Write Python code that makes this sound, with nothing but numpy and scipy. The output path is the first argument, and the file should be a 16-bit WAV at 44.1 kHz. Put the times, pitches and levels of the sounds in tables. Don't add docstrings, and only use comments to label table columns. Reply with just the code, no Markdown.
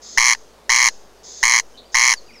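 import sys
import numpy as np
from scipy import signal
from scipy.fft import rfft, irfft
from scipy.io import wavfile
from scipy.ndimage import uniform_filter1d, minimum_filter1d

SR = 44100
rng = np.random.default_rng(int(sys.argv[2]) if len(sys.argv) > 2 else 0)


def ratio_of_db(decibels):
    return 10 ** (np.asarray(decibels, float) / 20)


def pcm_store(signal):
    levels = np.round(np.clip(np.atleast_2d(signal), -1, 1) * 32767)
    wavfile.write(sys.argv[1], SR, levels.astype(np.int16).T)


N = 105840


def read(points, hz):
    f, value = np.transpose(points)
    return np.interp(np.log(hz + 1), np.log(f + 1), value)


def evened(x):
    return x / np.sqrt(np.mean(x ** 2) + 1e-20)


def add(mix, start_s, sound):
    part = mix[round(start_s * SR):][:len(sound)]
    part += sound[:len(part)]


def colour(x, points):
    gain_db = read(points, np.fft.rfftfreq(len(x), 1 / SR))
    return irfft(rfft(x) * ratio_of_db(gain_db), len(x))


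def drifting(x, first, second, axis=-1):
    return uniform_filter1d(uniform_filter1d(x, first, axis), second, axis)


def scatter(t60_points):
    hz, t, z = signal.stft(rng.standard_normal(SR), SR, nperseg=256)
    decay = ratio_of_db(-60 * t / read(t60_points, hz)[:, None])
    tail = signal.istft(z * decay, SR, nperseg=256)[1]
    return tail / np.linalg.norm(tail)


def haze():
    # frequency [Hz], density [dB per Hz].
    wash_tone = [(15, -30.5), (25, -10), (123, -21), (229, -7.5), (309, -11), (427, -3.5), (2220, -22),
                 (5570, -24), (16000, -38.5)]
    side_tone = [(15, -30), (25, 7), (463, -26), (2550, -38), (6560, -48), (8360, -17.5), (16000, -19)]
    # frequency [Hz], level [dB].
    hum = [(50, -65.5), (100, -75)]
    wash_db, side_db, patch_db = -50, -70.5, 1.2
    hz, t, z = signal.stft(colour(rng.standard_normal(N), wash_tone), SR, nperseg=1024, noverlap=768)
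    patches = rng.standard_normal(z.shape)
    patches = evened(drifting(drifting(patches, 8, 1, 0), 16, 1, 1))
    wash = signal.istft(z * ratio_of_db(patch_db * patches), SR, nperseg=1024, noverlap=768)[1][:N]
    mid = ratio_of_db(wash_db) * evened(wash)
    mid += sum(ratio_of_db(db + 8) * np.sin(2 * np.pi * f * np.arange(N) / SR) for f, db in hum)
    side = ratio_of_db(side_db) * evened(colour(rng.standard_normal(N), side_tone))
    return np.array([mid + side, mid - side])


def songbirds():
    # start [s], length [s], from [Hz], to [Hz], level [dB].
    chirps = [(1.742, .028, 3050, 3100, -54), (1.84, .015, 2950, 3150, -60), (1.85, .025, 4600, 4850, -63),
              (1.89, .025, 4900, 4300, -61), (2.157, .04, 4970, 4120, -46), (2.26, .035, 4800, 4750, -56),
              (2.296, .026, 4800, 4750, -50), (2.272, .052, 2950, 1900, -56),
              (2.326, .046, 3050, 1720, -56), (2.335, .012, 5400, 5600, -57),
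              (2.352, .047, 5650, 4620, -52), (1.17, .04, 5200, 4300, -66)]
    flutter_depth = .45
    churr_start_s, churr_length_s, churr_hz, churr_db = 1.772, .045, 3950, -42
    out = np.zeros(N)
    for start, length, from_hz, to_hz, db in chirps:
        u = np.arange(0, 1, 1 / SR / length)
        swell = evened(drifting(rng.standard_normal(4000), 150, 100))[:len(u)]
        level = ratio_of_db(db) * 2 * (1 + flutter_depth * swell) * np.sqrt(np.sin(np.pi * u))
        turns = np.cumsum(from_hz + (to_hz - from_hz) * u) / SR
        add(out, start, level * np.sin(2 * np.pi * turns))
    u = np.arange(0, 1, 1 / SR / churr_length_s)
    phase = 2 * np.pi * churr_hz * u * churr_length_s
    a, b = drifting(rng.standard_normal((2, len(u))), 50, 40, 1)
    husky = evened(a * np.sin(phase) + b * np.cos(phase))
    add(out, churr_start_s, ratio_of_db(churr_db) * np.sin(np.pi * np.sqrt(u)) * husky)
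    echo = scatter([(1000, 0.75), (8000, 0.085)])
    return out + ratio_of_db(-8) * signal.fftconvolve(out, echo)[:N]


def beats(count, last_ms):
    lead_ms = [6.7, 7.1]
    beat_ms = [9.0, 7.3, 8.0, 9.5, 6.8]
    close_ms = [9.8, 8.3]
    drag, drag_beats, jitter_ms = .085, 4.0, .12
    k = np.arange(int(count))
    steady_ms = np.array(beat_ms)[k % 5] * (1 + drag * np.exp(-k / drag_beats))
    gaps_ms = np.r_[0, lead_ms, steady_ms, close_ms, last_ms]
    return (np.cumsum(gaps_ms) + jitter_ms * rng.standard_normal(len(gaps_ms))) / 1000


def rival():
    # start [s], steady beats [count], effort [dB].
    calls = [
        (.018, 21.4, -38),
        (.70, 5, -33),
        (1.233, 16, -38.5),
        (1.92, 8.4, -38),
    ]
    # frequency [Hz], level [dB].
    tone = [(1900, -19), (2800, -32), (3400, -13), (4500, -9), (5150, -2), (5700, -13), (6450, 3),
            (8000, -22)]
    rise_s, smear_t60_s = 0.02, 0.56
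    out = np.zeros(N)
    for start, count, effort_db in calls:
        times = beats(count, 11)
        at = np.round((start + times) * SR).astype(int)
        out[at] = ratio_of_db(effort_db) * np.minimum(0.75 + times / rise_s, 1)
    smear = rng.standard_normal(SR) * ratio_of_db(-60 * np.arange(SR) / SR / smear_t60_s)
    smear = colour(smear, [(800, -55)] + tone + [(8500, -59.5)])
    return 20 * signal.fftconvolve(out, smear / np.linalg.norm(smear))[:N]


def voiced(t, tension, luck):
    # multiple of the buzz pitch [ratio], level [dB].
    overtones = [(1, -11.5), (2, -2), (3, -15.5), (4, -12), (5, -18.5), (6, -12), (7, -28.5), (8, -33.5),
                 (9, -27), (10, -35)]
    buzz_hz, wobble, glide = 932.8, 0.017, .22
    peak_s, shut_s, shut_fall_s, open_level = .0017, .0037, .0006, .5
    pitch_hz = buzz_hz * (tension + wobble * luck[0] + glide * np.minimum(t / shut_s, 1))
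    turns = np.cumsum(pitch_hz) / SR - .3
    shape = np.minimum(open_level + (1 - open_level) * t / peak_s, 1) * np.minimum(t / shut_fall_s, 1)
    shape /= 1 + np.exp(np.minimum((t - shut_s) / shut_fall_s, 50))
    return shape * sum(ratio_of_db(db + 1.3 * luck[k]) * np.cos(2 * np.pi * k * turns + 0.13 * k * luck[11 + k])
                       for k, db in overtones)


def snapped(t, rest_ms, luck):
    # mode [Hz], level [dB], t60 [s].
    modes = [(1694, -10.5, 0.066), (2750, -7.5, 0.018), (4050, -28, .016), (4530, -16, .016),
             (5000, -2, 0.013), (5800, -18, 0.0098), (6000, -23, 0.0062), (6400, -5, 0.013),
             (6970, -13.5, 0.042), (8150, -10.5, 0.014), (9000, -18, 0.024), (8900, -15.5, 0.006),
             (9650, -10.5, 0.016), (12800, -33, .003)]
    delay_s, ring_db, rattle_db, rattle_s = .0004, -9, -6, .0035
    crack_hz, crack_s, crack_db = 6000, .00034, 1.5
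    spread_db, db_per_ms, slack_db = .9, 1.2, -12
    late = t - delay_s
    knocks = ratio_of_db(rattle_db) / np.pi * rng.standard_normal(len(t)) * np.exp(-t / rattle_s) * (late > 0)
    knocks[round(delay_s * SR)] += 1
    ring = sum(ratio_of_db(db - 60 * t / t60) * np.sin(2 * np.pi * hz * (1 + 0.0096 * luck[24 + k]) * t)
               for k, (hz, db, t60) in enumerate(modes))
    crack = -np.exp(-(late / crack_s - 1.3) ** 2)
    crack *= np.cos(2 * np.pi * crack_hz * (1 + .03 * luck[38]) * (late - 1.3 * crack_s))
    snap = ratio_of_db(crack_db) * crack + ratio_of_db(ring_db) * 0.42 * np.convolve(knocks, ring)[:len(t)]
    rest_db = db_per_ms * np.clip(rest_ms - 9, -3, 1) + slack_db * (rest_ms > 12)
    return ratio_of_db(spread_db * luck[39] + rest_db) * snap


def buzz(tension, rest_ms):
    t, luck = np.arange(700) / SR, rng.standard_normal(40)
    return voiced(t, tension, luck) + snapped(t, rest_ms, luck)


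def rasps():
    # start [s], steady beats [count], gap before last buzz [ms], last buzz [dB], effort [dB].
    runs = [
        (0.1751, 15.3, 16, -11.5, -5.5),
        (0.6943, 18, 9.8, -1.5, -5.5),
        (1.4292, 15, 11, -1, -6),
        (1.9446, 18, 11.0, -3, -6),
    ]
    low_start, low_end, settle_beats = 0.12, 0.19, 0.9
    first_db, second_db, spread_db = -1, 4, .5
    out = np.zeros(N)
    for start, count, last_ms, last_db, effort_db in runs:
        times = beats(count, last_ms)
        k = np.arange(len(times))
        tension = 1 - low_start * np.exp(-k / settle_beats)
        tension -= low_end * (k == k[-1]) * min(-last_db / 6, 1)
        level_db = effort_db + spread_db * rng.standard_normal(len(times))
        level_db[[0, 1, -1]] += [first_db, second_db, last_db]
        rests_ms = np.diff(times, prepend=0) * 1000
        for s, db, tense, rest_ms in zip(times, level_db, tension, rests_ms):
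            add(out, start + s, ratio_of_db(db) * buzz(tense, rest_ms))
    return out


def crake():
    # frequency [Hz], t60 [s].
    field_t60 = [(700, .1), (2000, .1), (4500, .5), (6500, .7), (10000, .15)]
    # frequency [Hz], level [dB].
    field_tone = [(700, -30), (2600, -28), (4300, -5), (6200, 0), (7500, -8), (9000, -22)]
    leaves_tone = [(700, -12), (2500, -7), (4500, 0), (8000, 0), (16000, 0)]
    notch_hz, notch_width_hz, notch_depth, throat_low_hz = 3600, 250, .85, 733
    field_db, leaves_db, leaves_t60_s, side_leak_db = -38, -8, .04, -36
    hz = np.fft.rfftfreq(N, 1 / SR) + 1
    throat = 1 - notch_depth * np.exp(-((hz - notch_hz) / notch_width_hz) ** 2)
    throat /= 1 + (throat_low_hz / hz) ** 12
    out = irfft(rfft(rasps()) * throat, N)
    leaves = rng.standard_normal((2, 4000)) * ratio_of_db(-60 * np.arange(4000) / SR / leaves_t60_s)
    leaves /= np.linalg.norm(leaves[0])
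    tail = ratio_of_db(field_db) * colour(scatter(field_t60), field_tone)
    tail[40:3040] += ratio_of_db(leaves_db) * colour(leaves[0], leaves_tone)[:3000]
    side = ratio_of_db(side_leak_db) * signal.fftconvolve(out, leaves[1])[:N]
    return out + signal.fftconvolve(out, tail)[:N] + np.array([side, -side])


def scene():
    return haze() + crake() + rival() + songbirds()


def leaky(x, time_s):
    r = np.exp(-1 / SR / time_s)
    return signal.lfilter([1 - r], [1, -r], x)


def preamp(x):
    kick_gain, kick_s, droop_gain, droop_s = 0.14, 0.12, .12, 0.094
    bend, hold_s = 0.029, .07
    power = uniform_filter1d(x ** 2, 60, 1)
    size = 2 * round(hold_s * SR / 2) + 1
    held = -minimum_filter1d(-uniform_filter1d(power.mean(0), 100), size, origin=size // 2)
    onsets = np.maximum(np.diff(held, prepend=0), 0)
    kick = leaky(onsets, kick_s) * kick_s * SR
    drift = kick_gain * kick - droop_gain * leaky(held, droop_s)
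    shift = drift * ratio_of_db([[.5], [-.5]]) + bend * power
    return np.clip(x + shift, -.97, .97)


def top_cut(x):
    return signal.sosfilt(signal.butter(12, 16660, fs=SR, output="sos"), x)


def record(dry):
    edge = signal.firwin(255, 15900, window=("kaiser", 8), fs=SR)
    mix = signal.oaconvolve(preamp(dry), edge[None], "same")
    return top_cut(mix)


dry = scene()
out = record(dry)
pcm_store(out)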